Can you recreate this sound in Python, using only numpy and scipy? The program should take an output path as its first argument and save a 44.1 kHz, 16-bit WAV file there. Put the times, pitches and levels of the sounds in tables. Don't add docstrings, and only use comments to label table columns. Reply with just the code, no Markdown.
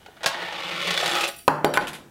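import sys
import numpy as np
from scipy import signal
from scipy.io import wavfile

SR = 44100
rng = np.random.default_rng(int(sys.argv[2]) if len(sys.argv) > 2 else 0)


def digitize_waveform(pressure):
    field = np.atleast_2d(pressure).T
    bounded = np.clip(field, -1, 1)
    quanta = np.round(bounded * 32767).astype(np.int16)
    wavfile.write(sys.argv[1], SR, quanta)


N = 92610
T = np.arange(N) / SR


def amp(db):
    return 10 ** (np.asarray(db) / 20)

def unit(x):
    return x / np.sqrt(np.mean(x ** 2) + 1e-20)

def unit_energy(x):
    return x / np.linalg.norm(x)

def read(points, hz):
    f, value = np.transpose(points)
    return np.interp(np.log(hz + 1), np.log(f), value)

def add(mix, s, sound):
    part = mix[round(s * SR):][:len(sound)]
    part += sound[:len(part)]

def through(x, response):
    return signal.fftconvolve(x, response)[:N]

def colour(x, spectrum, tilt_db=0, corner_hz=790):
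    hz = abs(np.fft.fftfreq(2048, 1 / SR))
    octaves = np.log2(1 + (hz / corner_hz) ** 2) / 2
    log_gain = np.log(amp(read(spectrum, hz) + tilt_db * octaves))
    minimum_phase = np.exp(np.conj(signal.hilbert(log_gain)))
    taps = np.fft.ifft(minimum_phase).real[:len(hz) // 2]
    return through(x, unit_energy(taps))

def dying(t60, t=T):
    return np.exp(-np.log(1000) * t / t60)

def burst(rise_s, t60):
    t = T[:SR // 4]
    return unit_energy(rng.standard_normal(len(t)) * (1 - np.exp(-t / rise_s)) * dying(t60, t))

def modes(table, t=T):
    return sum(amp(db) * dying(t60, t) * np.sin(2 * np.pi * hz * t) for hz, db, t60 in table)

def tail(t60s):
    hz, t, bands = signal.stft(rng.standard_normal(SR), SR, nperseg=256)
    return unit_energy(signal.istft(bands * dying(read(t60s, hz)[:, None], t), SR)[1])

def resonate(x, hz, width):
    return unit(signal.lfilter(*signal.iirpeak(hz, hz / width, SR), x)) * np.std(x)

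def wander(hz):
    low_pass = signal.butter(2, hz, fs=SR, output="sos")
    return unit(signal.sosfilt(low_pass, rng.standard_normal(N + SR))[SR:])


# frequency in Hz, spectral level in dB.
AIR_SPECTRUM = [(25, -8), (60, 2.5), (150, 3), (400, -0.5), (1000, -31), (2000, -24), (3500, -26),
                (6000, -18), (15500, -23)]

def room_air(db=-56.5):
    return amp(db) * colour(rng.standard_normal(N), AIR_SPECTRUM)


# start in seconds, level in dB, treble tilt in dB
# per octave, relative wall ring in dB, rattle t60 in seconds.
KNOCKS = [(.061, -28.5, -2.5, 0.5, 0.031), (.084, -28.5, -21.5, -20, 0.051), (.167, -34.5, -3, 7, 0.068),
          (.207, -29.5, -6.5, 7.5, 0.11), (0.2319, -14, -1, 5, 0.054), (0.2413, -10, -3.5, -8, 0.041),
          (0.26, -2.5, 2, 7, 0.018), (.263, -4, 2, -2, 0.12), (.344, -18, -5, 5, 0.031),
          (0.418, -15.5, -5.5, 2, 0.08), (.524, -19, -2.5, 4, 0.07), (.824, -26, -1, -13, 0.028),
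          (0.872, -12, .5, 3.5, 0.071), (0.905, -8.5, 1, -2, 0.069), (.94, -13, 1, -17, .055),
          (.9755, -7.5, -1.5, -14, 0.022), (.992, -16, -2, -9, 0.03), (1.01, -12, -.5, -8, 0.032),
          (1.026, -12.5, -25, 4, 0.031), (1.0415, -17, 0, 2, .035), (1.059, -5.5, 0, -16, 0.046),
          (1.077, -10.5, 1, 0, 0.024), (1.0945, -18, 4, -9, 0.019), (1.115, -19, 2, 0, 0.017),
          (1.1339, -17, .5, 8.5, 0.019), (1.1515, -11, 2, -7, 0.034), (1.1665, -20, 12, 13, 0.025),
          (1.186, -27, -8, -6, .035), (1.2089, -12, 4.5, 5.5, 0.066), (1.238, -9, 1, -17, 0.11),
          (1.277, -16.5, 8.5, -14, 0.05), (1.288, -23, 15, 8, .04)]
# frequency in Hz, spectral level in dB.
WALL_SPECTRUM = [(40, -22), (110, -26), (260, -37.5), (400, -3.5), (800, 4.5), (1000, -6.5), (1600, 0.5),
                 (2300, 0), (3600, 1), (4800, -4), (7000, -11.5), (10000, -16.5), (15500, -27)]
# frequency in Hz, level in dB, t60 in seconds.
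WALL_MODES = [(549, -15, 0.28), (679.6, -8.5, 0.5), (834, -15, 0.11), (1010, -23, 0.088), (1096, -12, 0.18),
              (1466, -6, 0.18), (1658, 1, 0.044), (1943, 3.5, 0.048), (2180, -10.5, 0.085)]

def knocks(rattle_db=11, wall_db=5):
    out, wall = np.zeros(N), modes(WALL_MODES)
    for s, db, tilt_db, ring_db, t60 in KNOCKS:
        jolt = burst(0.00071, t60)
        add(out, s, amp(rattle_db + db) * colour(jolt, WALL_SPECTRUM, tilt_db))
        add(out, s, amp(wall_db + db + ring_db) * unit_energy(through(jolt, wall)))
    return out


# time in seconds, level in dB.
RUB_LEVEL = [(.2, -55), (.27, -36), (.32, -34.5), (.6, -31.5), (.8, -31.5), (.89, -29), (1.1, -29.5),
             (1.19, -29.5), (1.23, -29.5), (1.265, -32), (1.29, -36), (1.33, -68), (1.4, -69)]
# passing time in seconds, then chatter depth in dB.
PASS_S = [0.35, 0.9, 1.06]
CHATTER_DEPTH_DB = [1.5, 3.2, 3.8]
# frequency in Hz, spectral level in dB.
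RUB_TOP = [(35, -62), (60, -39), (123, -47), (163, 1), (242, -18), (343, -9), (673, 2), (721, -3), (849, 5),
           (1050, -4.5), (1870, -5.5), (3670, -8.5), (15500, -56.5)]
RUB_MIDDLE = [(35, -90), (60, -45), (175, 2), (278, -10.5), (312, -6), (509, -1), (559, -1), (931, -23),
              (1100, 3), (1550, -19.5), (2010, 0.5), (3500, -4), (15500, -48)]
RUB_MOUTH = [(35, -71), (60, -14), (231, -16), (259, -45), (343, 2.5), (413, -9.5), (521, -5), (756, 0),
             (999, -9), (1230, -4), (1480, -7.5), (3190, -4), (15500, -43.5)]
# frequency and width in Hz, level in dB at top, middle and mouth.
CHANNEL_RESONANCES = [(175.7, 14.4, -13.5, -6.5, -26), (351.4, 13, -14.5, -24, -29),
                      (568, 14, -52, -18.5, -12), (817, 9.3, -49, -16, -11.5), (1132, 10, -17.5, -27, -26),
                      (1266, 25, -31, -42, -8.5), (1485, 8.7, -17, -18, -17.5),
                      (1797, 33, -18.5, -14, -16.5), (2044, 25, -62, -14, -58), (2550, 36, -46, -32, -17),
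                      (2810, 92, -12, -24, -23), (3348, 41, -22, -11, -11)]
# peak time and spread in seconds, frequency and width in Hz, level in dB.
WALL_SWELLS = [(.44, 0.036, 1800, 66, -5.5), (.77, 0.085, 1340, 120, -10), (.85, 0.025, 2140, 130, -11),
               (.88, .08, 2900, 200, -16), (.98, 0.017, 3450, 160, 1.5), (1.07, 0.034, 171, 9.9, -15),
               (1.13, 0.04, 350, 12, -7), (1.17, 0.069, 810, 32, -14.5), (1.18, 0.034, 1240, 93, -9),
               (1.23, .04, 2500, 250, -3.5)]

def slide(grains_per_s=2500, grain_db=2, chatter_hz=128, ring_db=-55):
    grains = rng.choice([-1, 1], N) * (rng.random(N) < grains_per_s / SR)
    grains = grains * amp(grain_db * np.minimum(rng.exponential(1, N), 3))
    chatter = amp(np.interp(T, PASS_S, CHATTER_DEPTH_DB) * np.tanh(wander(chatter_hz)))
    drive = unit(grains * chatter) * amp(np.interp(T, *np.transpose(RUB_LEVEL)))
    top, middle, mouth = [drive * np.interp(T, PASS_S, share) for share in np.eye(3)]
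    wall = colour(top, RUB_TOP) + colour(middle, RUB_MIDDLE) + colour(mouth, RUB_MOUTH)
    hollow = sum(resonate(drive * amp(np.interp(T, PASS_S, place_db)), hz, width)
                 for hz, width, *place_db in CHANNEL_RESONANCES)
    swells = sum(resonate(drive * amp(db) * np.exp(-((T - s) / spread_s) ** 2 / 2), hz, width)
                 for s, spread_s, hz, width, db in WALL_SWELLS)
    ring = amp(ring_db) * unit(through(mouth, object_ring()))
    return wall + hollow + swells + ring


# frequency in Hz, level in dB, t60 in seconds.
OBJECT_MODES = [(3070, -1, 0.7), (4640, 8.5, 0.26), (5670, -0.5, 0.65), (7510, 17, 0.052), (8040, -13, 1),
                (7330, -2, 0.2), (9300, -1, 0.14), (10200, 12, 0.14), (9100, 12.5, 0.086), (12250, -1, .38),
                (13108, -8, .3), (13550, -9, .4), (14800, -6, 0.27)]
# frequency in Hz, spectral level in dB.
SHIMMER_SPECTRUM = [(100, -47), (4000, -15), (8500, -7), (9700, 8), (11000, -1), (13600, -2), (15500, -3)]

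def object_ring(tilt_db=0, pivot_hz=8000, tumble_hz=90, tumble_depth=1.8, shimmer_db=25):
    partials = np.zeros(N)
    for hz, db, t60 in OBJECT_MODES:
        tumble = unit(1 + tumble_depth * wander(tumble_hz))
        partials += tumble * modes([(hz, db + tilt_db * np.log2(hz / pivot_hz), t60)])
    shimmer = unit_energy(rng.standard_normal(N) * dying(t60=0.6))
    return partials + amp(shimmer_db + tilt_db) * colour(shimmer, SHIMMER_SPECTRUM)


# start in seconds, level in dB, tilt in dB per octave.
RING_TOUCHES = [(1.285, -49.5, 5.5), (1.363, -62.5, 22), (1.386, -57, 4), (1.4788, -57, -3),
                (1.6451, -49.5, -4), (1.771, -55, -3.5)]

def ringing():
    out = np.zeros(N)
    for s, db, tilt_db in RING_TOUCHES:
        add(out, s, amp(db) * object_ring(tilt_db))
    return out


# start in seconds, level in dB,
# treble tilt in dB per octave, rise and t60 in seconds, relative shell ring in dB.
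CLATTER = [(1.386, -27, 7, 0.00068, 0.024, -5), (1.738, 0, 0, .0003, 0.043, -2),
           (1.747, -4.5, -2, 0.00048, 0.063, 2), (1.765, -4, -1, 0.00015, 0.0068, -20),
           (1.807, 2, -5.5, 0.0012, 0.26, -11), (1.87, -7, 0, 0.00071, .04, -23),
           (1.878, -4, 1.5, 0.00097, 0.13, -17), (1.931, -8.5, 1, 0.00071, 0.16, -7),
           (1.944, -11.5, 0.5, 0.0024, 0.19, -5)]
# frequency in Hz, spectral level in dB.
SKID_SPECTRUM = [(100, -3), (400, 5.5), (1400, 5), (3600, 5), (5000, -7), (8500, -8), (11000, -9),
                 (15500, -20)]
# frequency in Hz, level in dB, t60 in seconds.
SHELL_MODES = [(1517, 7.5, 0.056), (2340, -3, 0.099), (2790, -2, 0.033), (3580, 5.5, 0.021),
               (4010, -18, .06), (4900, -6, .06), (7300, -2, 0.033), (7978, -10, .05), (10095, 1.5, 0.023),
               (9970, -5, 0.038), (11100, 0, 0.029), (11800, -7, 0.045), (12780, -10, .035)]

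def clatter(ticks_per_s=700, pivot_hz=3000):
    out = np.zeros(N)
    for s, db, tilt_db, rise_s, t60, shell_db in CLATTER:
        skid = burst(rise_s, t60)
        ticks = skid * (rng.random(len(skid)) < ticks_per_s / SR)
        shell = [(hz, mode_db + tilt_db * np.log2(hz / pivot_hz), ring_s)
                 for hz, mode_db, ring_s in SHELL_MODES]
        ring = through(ticks, modes(shell, T[:len(skid)]))
        add(out, s, amp(db) * colour(skid, SKID_SPECTRUM, tilt_db))
        add(out, s, amp(db + shell_db) * unit_energy(ring))
    return out


# start in seconds, thud level in dB, thud pitch in Hz,
# click level in dB, dense ring in dB, bass cut in Hz.
BOUNCES = [(1.4793, 0, 900, 2.5, 1.5, 255), (1.6454, -4.5, 605, 0.5, 6, 474),
           (1.7735, -2, 1320, -4, -7.5, 795)]
# frequency in Hz, t60 in seconds, level in dB at each of three landing spots.
TABLE_MODES = [(151.1, 0.71, -10.5, -8, -12), (272, 0.22, -5, -15, -10), (349, 0.74, -37, -9.5, -12),
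               (421, 0.11, -13, 1.5, -2), (513, .73, -34, -14.5, -14), (590.6, 0.59, -15, -12.5, -9.5),
               (674, 0.04, -9, 1, -10), (829.4, 0.17, -3.5, 1.5, 3), (870, 0.44, -18, -12, -11.5),
               (960, .22, -23, -24, -10), (1046, 0.095, -13, -8, -2), (1152, 0.043, -5, -21, 2.5),
               (1255, 0.042, 6, 3, -10), (1510, .12, -10, 4, 1.5), (1890, .04, -11, -14, -10),
               (2180, 0.02, -21, 15, 14.5), (2417, 0.053, -17, 1, 4.5), (3780, .03, 6, 17, 4)]
# frequency in Hz, spectral level in dB.
BOARD_SPECTRUM = [(40, -39), (130, 4.5), (300, 3), (600, -0.5), (850, 6), (1100, 3.5), (1600, 6.5),
                  (2300, -2.5), (3200, -3), (8000, -25)]
CLICK_SPECTRUM = [(200, 7.5), (1500, 11.5), (3800, 3.5), (5200, -3), (7300, -1.5), (8500, -10),
                  (10500, -4.5), (15500, -9)]
# frequency in Hz, t60 in seconds.
BOARD_T60 = [(100, 1.8), (400, 0.73), (1000, 0.69), (2000, 0.75), (5000, 0.36)]

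def bounces(decay_cycles=0.4):
    out = np.zeros(N)
    for spot, (s, db, hz, click_db, ring_db, cut_hz) in enumerate(BOUNCES):
        cycles = hz * T[:SR // 20]
        thud = -amp(5.5 + db) * np.sin(2 * np.pi * cycles) * np.exp(-cycles / decay_cycles)
        thud = signal.lfilter(*signal.butter(1, cut_hz, "high", fs=SR), thud)
        add(out, s, thud)
        tones = modes([(mode_hz, spot_db[spot], t60) for mode_hz, t60, *spot_db in TABLE_MODES])
        dense_ring = colour(tail(BOARD_T60), BOARD_SPECTRUM)
        slap = colour(burst(rise_s=0.00086, t60=0.048), BOARD_SPECTRUM)
        for response in (amp(-8) * slap, amp(ring_db - 14) * dense_ring, amp(-37.5) * tones):
            add(out, s, through(thud, response))
        click = colour(burst(rise_s=0.00076, t60=0.012), CLICK_SPECTRUM)
        add(out, s, amp(4.5 + click_db) * click)
    return out


# frequency in Hz, t60 in seconds.
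ROOM_T60 = [(100, 0.48), (500, 0.3), (2000, 0.42), (6000, 0.39), (15000, 0.19)]

def scene(low_cut_hz=160):
    low_cut = signal.butter(3, low_cut_hz, "high", fs=SR, output="sos")
    channel = signal.sosfilt(low_cut, slide() + knocks())
    near = channel + clatter() + ringing()
    table = bounces()
    room = through(amp(-11.5) * near + amp(-14) * table, tail(ROOM_T60))
    return (near + table + room + room_air())[None]

def record(dry):
    ceiling, edge_hz = 0.72, 15900
    low_pass = signal.firwin(511, edge_hz, window=("kaiser", 9), fs=SR)
    return signal.oaconvolve(np.clip(dry, -ceiling, ceiling), low_pass[None], "same")


dry = scene()
out = record(dry)
digitize_waveform(out)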